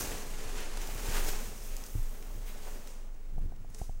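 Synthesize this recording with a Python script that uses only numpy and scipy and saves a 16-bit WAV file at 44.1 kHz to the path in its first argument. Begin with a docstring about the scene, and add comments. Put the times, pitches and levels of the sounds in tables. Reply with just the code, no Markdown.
"""First comes the hiss of a large sheet sliding over plastic chairs in a bare room.
Its folds swish and flap through the air, its creases crackle and snap, and the cloth drags on
the seats as it is smoothed down. Underneath, a hand-held camera wobbles, rubs in the grip,
takes soft bumps and whines faintly. A few short knocks sound over the quiet noise of the room."""
import sys
import numpy as np
from scipy import signal
from scipy.fft import rfft, irfft
from scipy.io import wavfile

SR = 44100
rng = np.random.default_rng(int(sys.argv[2]) if len(sys.argv) > 2 else 0)


def put_to_file(sound):
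    """Save the sound as 16-bit audio at rate SR, in the file named by the first command-line argument."""
    columns = np.atleast_2d(sound).T  # one column per channel
    safe = np.clip(columns, -1, 1)
    whole_steps = np.round(safe * 32767)
    wavfile.write(sys.argv[1], SR, whole_steps.astype(np.int16))


N = 176400
TIME = np.arange(N) / SR


def from_db(db):
    """Turn decibels into a multiplier."""
    return 10 ** (np.asarray(db) / 20)


def unit_power(x):
    """Scale a sound to an average power of 1."""
    return x / np.sqrt(np.mean(x ** 2) + 1e-20)


def curve(rows):
    """Join (time, value) points with straight lines."""
    return np.interp(TIME, *np.transpose(rows))


def colour(x, spectrum):
    """Give a sound the tone set by rows of (Hz, dB)."""
    size = 8192
    hz, db = np.transpose(spectrum)
    log_hz = np.log(np.maximum(np.fft.rfftfreq(size, 1 / SR), 1))
    bass_fade = 2 * np.minimum(log_hz - np.log(hz[0]), 0)
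    cepstrum = irfft(np.log(from_db(np.interp(log_hz, np.log(hz), db))) + bass_fade)
    # Make the filter ring only after a sound, never before.
    cepstrum[1:size // 2] *= 2
    cepstrum[size // 2 + 1:] = 0
    response = irfft(np.exp(rfft(cepstrum)))
    return signal.fftconvolve(x, response / np.linalg.norm(response))[:N]


def noise(spectrum):
    """Steady noise with the given tone."""
    return colour(rng.standard_normal(N), spectrum)


def drift(hz):
    """A smooth random wander, about 1 in size."""
    pole = np.exp(-80 * np.pi * hz / SR)
    slow = signal.lfilter([1], [1, -2 * pole, pole * pole], rng.standard_normal(N // 40 + 2002))[2000:]
    return np.interp(np.arange(N) / 40, np.arange(len(slow)), unit_power(slow))


def flutter(depth_db, hz):
    """A volume that wavers at random."""
    return from_db(depth_db * drift(hz))


def treble(x, order, above_hz=9500):
    """Keep only the highest part of a sound."""
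    return signal.sosfiltfilt(signal.butter(order, above_hz, "high", fs=SR, output="sos"), x)


def crackle(per_second=1100, spread_db=2.5, level_db=-6.5):
    """Tiny creases give way at random, most small and a few large."""
    sizes = from_db(spread_db * np.minimum(rng.exponential(1, N), 5)) * rng.choice([-1, 1], N)
    return from_db(level_db) * unit_power(sizes * (rng.random(N) < per_second / SR))


# How loudly the weave slides. Each row: time in seconds, relative level in dB.
HISS_LEVELS = [(0,-32.5),(.05,-43.5),(.25,-51.5),(.5,-55),(.6,-63),(.74,-59),(.8,-53),(.98,-53.5),(1.1,-47),(1.16,-42.5),(1.23,-44),(1.29,-36),(1.35,-51),(1.48,-45.5),(1.55,-52),(1.65,-46),(1.8,-52),(1.94,-52),(2.05,-56.5),(2.45,-61),(2.48,-49.5),(2.57,-63),(2.69,-54),(2.82,-58.5),(2.88,-53),(2.98,-61),(3.13,-75),(3.69,-80),(3.72,-62),(3.8,-54),(3.88,-58),(4,-71)]
# The tone of the hiss. Each row: frequency in Hz, level in dB.
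HISS_TONE = [(1500,-16),(3000,-7.5),(4200,-10),(5300,-2.5),(6400,2.5),(7300,-3),(8400,0),(11200,-5.5),(13000,-0.5),(15800,-2.5)]
# How bright the hiss is. Each row: time in seconds, treble boost or cut in dB.
HISS_TREBLE = [(0,-0.5),(.3,-1),(.72,-7),(.9,6),(1.25,1.5),(1.6,-3),(2.1,4.5),(2.7,3.5),(2.95,-9),(3.8,-10)]
def weave_hiss(creases):
    """The weave hisses as it slides, grainy with creases."""
    friction = rng.standard_normal(N) * flutter(depth_db=1.2, hz=13) + creases
    hiss = colour(friction * from_db(curve(HISS_LEVELS) - 4.3), HISS_TONE)
    return hiss + treble(hiss, order=2) * (from_db(curve(HISS_TREBLE)) - 1)


# How loudly the folds sweep. Each row: time in seconds, level in dB.
SWEEP_LEVELS = [(0,-44),(.09,-43),(.29,-52),(.46,-48),(.55,-48.5),(.61,-46),(.68,-50.5),(.75,-49),(.82,-48.5),(.95,-48.5),(1.1,-43.5),(1.17,-39),(1.22,-45),(1.29,-43.5),(1.42,-50),(1.6,-59.5),(1.75,-56),(2.1,-59.5),(2.44,-59.5),(2.49,-56),(2.56,-56.5),(2.69,-53.5),(2.8,-58),(2.9,-60),(3.1,-70),(3.72,-70),(3.795,-62),(3.88,-72.5),(4,-79)]
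# The tones of the swish and the flapping. Each row: frequency in Hz, level in dB.
SWISH_TONE = [(250,-2),(430,7.5),(620,-4.5),(800,1),(1100,0),(1500,-0.5),(2500,-1.5),(3800,-5.5),(7000,-3.5),(15000,-15.5)]
FLAP_TONE = [(60,1.5),(110,-14),(160,-2),(235,3),(310,-5.5),(430,-1),(620,-3.5),(1200,-13),(3000,-35)]
def billowing_folds(creases):
    """Folds sweep through the air with a darker swish and a low flapping."""
    sweep_db = curve(SWEEP_LEVELS)
    rush = rng.standard_normal(N) * flutter(depth_db=1.34, hz=31) + creases
    swish = colour(rush * from_db(sweep_db), SWISH_TONE)
    flap_db = -53 + 0.6 * (sweep_db + 50)  # follows the sweep, but more gently
    return swish + noise(FLAP_TONE) * flutter(depth_db=1.64, hz=45) * from_db(flap_db)


# How strong the wobble is. Each row: time in seconds, level in dB.
WOBBLE_LEVELS = [(0,-44.5),(.2,-37),(.45,-34),(.75,-35.5),(1,-39),(1.15,-29.5),(1.35,-30),(1.55,-42),(1.75,-32.5),(1.87,-48),(2.02,-27),(2.2,-38),(2.7,-34),(2.9,-40),(3.28,-36),(3.4,-26.5),(3.55,-39),(3.8,-42.5),(4,-34)]
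def camera_wobble(hz=23, wander=0.1705):
    """The camera shakes in the hand, making a very deep, unsteady rumble."""
    phase = 2 * np.pi * np.cumsum(hz * (1 + wander * drift(hz=5.8))) / SR
    return np.sqrt(2) * np.sin(phase) * from_db(curve(WOBBLE_LEVELS)) * flutter(depth_db=-1.2, hz=2)


# How loudly the grip rubs. Each row: time in seconds, level in dB.
GRIP_LEVELS = [(0,-39),(.3,-52),(.9,-49),(1.1,-44.5),(1.6,-54),(2.2,-52.5),(2.38,-52),(2.6,-55),(3.25,-59.5),(3.4,-37.5),(3.6,-45.5),(3.75,-52),(4,-47.5)]
# Its low tone. Each row: frequency in Hz, level in dB.
GRIP_TONE = [(30,8),(45,1.5),(80,-6),(115,-5),(155,-15),(240,-17),(400,-26),(1000,-56)]
def grip_rub():
    """The hand rubs on the camera's case."""
    return noise(GRIP_TONE) * from_db(curve(GRIP_LEVELS)) * flutter(depth_db=2.8, hz=12)


# The tone of the quiet room. Each row: frequency in Hz, level in dB.
ROOM_TONE = [(30,15),(110,-5),(170,-6),(250,-9.5),(400,-10.5),(900,-21.5),(1300,-18),(2200,-21.5),(3800,-31),(6400,-34),(11000,-33),(15500,-33)]
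def room_noise(level_db=-58):
    """The room gives a faint, steady rumble."""
    return from_db(level_db) * noise(ROOM_TONE)


def camera_whine(hz=15625, level_db=-76.5):
    """The camera holds one thin, high note."""
    return from_db(level_db) * np.sqrt(2) * np.sin(2 * np.pi * hz * TIME)


# Snapping creases. Each row: start in seconds, level in dB, fade time in seconds,
# then dB added for the dull part and dB added for the treble.
CREASE_SNAPS = [(.008,-37.5,0.0056,0.5,-5),(0.02,-31,0.0033,-30,-2),(0.603,-45,.007,-12.5,2),(0.772,-40.5,0.0041,4.5,-23),(0.814,-45,0.017,3,-14),(0.873,-37,.002,-23,-3.5),(.947,-43,.0015,-4,7),(1.168,-44,.004,4,-6),(1.288,-35,0.0035,-1,-1),(1.579,-44,0.0013,-3,-3),(1.767,-33,0.0012,-24,-2),(1.8384,-33.5,0.0017,-20,-10),(1.8635,-36,0.0016,-24,-6),(2.03,-51,0.0011,-22,10),(2.139,-53,0.00086,-25,4),(2.2256,-43,.002,-2.5,-13),(2.874,-48.5,0.0018,5.5,-8),(3.39,-62,.003,-10,7),(3.562,-69,0.003,10,-9),(3.7006,-57,.006,-12,-1),(3.7462,-36.5,0.0032,-12,-20),(3.7845,-52,0.015,-11,-5)]
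def crease_snaps():
    """Larger creases pop through in short bursts, each with its own brightness."""
    bright, dull, airy = np.zeros((3, N))
    for start, db, fade, dull_db, treble_db in CREASE_SNAPS:
        burst = from_db(db) * (TIME >= start) * np.exp(-np.clip((TIME - start) / fade, 0, 20))
        bright += burst
        dull += burst * from_db(dull_db)
        airy += burst * from_db(treble_db)
    white = rng.standard_normal(N)
    top = treble(white, order=3)
    crisp = colour(bright * (white - top) + airy * top, HISS_TONE)
    return crisp + colour(dull * rng.standard_normal(N), SWISH_TONE)


# Drags on a seat. Each row: middle in seconds, rough half-length in seconds, level in dB, pitch in Hz.
SEAT_RUBS = [(0.077,0.047,-47.5,209),(0.603,0.028,-48.5,2180),(1.168,0.036,-44,1580),(1.715,0.055,-59.5,2100),(2.491,0.019,-54.5,2200),(2.677,0.0098,-50,543),(2.76,.02,-55,290),(3.794,0.017,-61.5,1700),(3.81,0.04,-57.5,7000)]
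def seat_rubs():
    """The cloth drags across a seat in short, grainy swells."""
    friction = rng.standard_normal(N) + crackle()
    out = np.zeros(N)
    for middle, half_length, db, hz in SEAT_RUBS:
        b, a = signal.iirpeak(hz, Q=0.79, fs=SR)
        rub = unit_power(signal.lfilter(b, a, signal.lfilter(b, a, friction)))
        swell = np.exp(-.5 * ((TIME - middle) / half_length) ** 2)
        out += from_db(db) * swell * rub
    return out


def muffled_hit(start, notes, muffle_hz=910):
    """A hit sets fading notes ringing, with the highs muffled."""
    age = np.clip(TIME - start, 0, 1)
    ring = sum(from_db(db - 60 * age / fade) * np.sin(2 * np.pi * hz * age) for hz, db, fade in notes)
    return signal.sosfilt(signal.butter(8, muffle_hz, fs=SR, output="sos"), ring)


# Soft bumps. Each row: start in seconds, level in dB.
BUMP_HITS = [(.455,-43.5),(.615,-52),(0.953,-42),(1.085,-36.5),(1.952,-29),(1.99,-42.5),(2.358,-41.5),(3.457,-38.5)]
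# The notes of a bump. Each row: pitch in Hz, level in dB, seconds to fade by 60 dB.
BUMP_NOTES = [(73,-0.5,0.14),(104.5,1.5,0.14),(182,-24,0.075),(284,-11,0.072)]
def soft_bumps():
    """The hand bumps the camera's case, which booms briefly."""
    return sum(-from_db(db) * muffled_hit(start, BUMP_NOTES) for start, db in BUMP_HITS)


# Short knocks. Each row: start in seconds, level in dB, dB added for the thud.
KNOCK_HITS = [(.889,-37,-10),(3.3801,-39.5,4),(3.5207,-42,-8),(3.6455,-46,1),(3.8147,-33,4),(3.894,-38.5,4.5)]
# The notes of a knock. Each row: pitch in Hz, level in dB, seconds to fade by 60 dB.
RING_NOTES = [(715,2,0.015),(417,-1.5,.012)]
THUD_NOTES = [(52,7,0.037),(125,1,.018)]
def short_knocks():
    """Short knocks: a brief ring over a low thud."""
    out = np.zeros(N)
    for start, db, thud_db in KNOCK_HITS:
        thud = from_db(thud_db) * muffled_hit(start, THUD_NOTES)
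        out += from_db(db) * (muffled_hit(start, RING_NOTES) + thud)
    return out


def room(x, echo_db, gap_s=0.00542, fade_s=1, treble_fade_s=0.7, treble_hz=8900):
    """The bare room adds a wash of echoes whose treble dies sooner."""
    age = TIME[:SR]
    echoes = rng.standard_normal(SR) * (age > gap_s)
    low = signal.sosfiltfilt(signal.butter(2, treble_hz, fs=SR, output="sos"), echoes)
    tail = low * from_db(-60 * age / fade_s) + (echoes - low) * from_db(-60 * age / treble_fade_s)
    return x + from_db(echo_db) * signal.fftconvolve(x, tail / np.linalg.norm(tail))[:N]


def scene():
    """Mix everything; only the sheet's sounds echo in the room."""
    creases = crackle()
    cloth = room(weave_hiss(creases) + billowing_folds(creases) + seat_rubs(), echo_db=-7.5)
    snaps = room(crease_snaps(), echo_db=-9.5)
    camera = camera_wobble() + grip_rub() + camera_whine() + soft_bumps()
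    return (cloth + snaps + camera + short_knocks() + room_noise())[None]


def record(dry):
    """Sound above 15800 Hz is cut away steeply."""
    return signal.sosfilt(signal.ellip(12, .1, 80, 15800, fs=SR, output="sos"), dry)


dry = scene()
out = record(dry)
put_to_file(out)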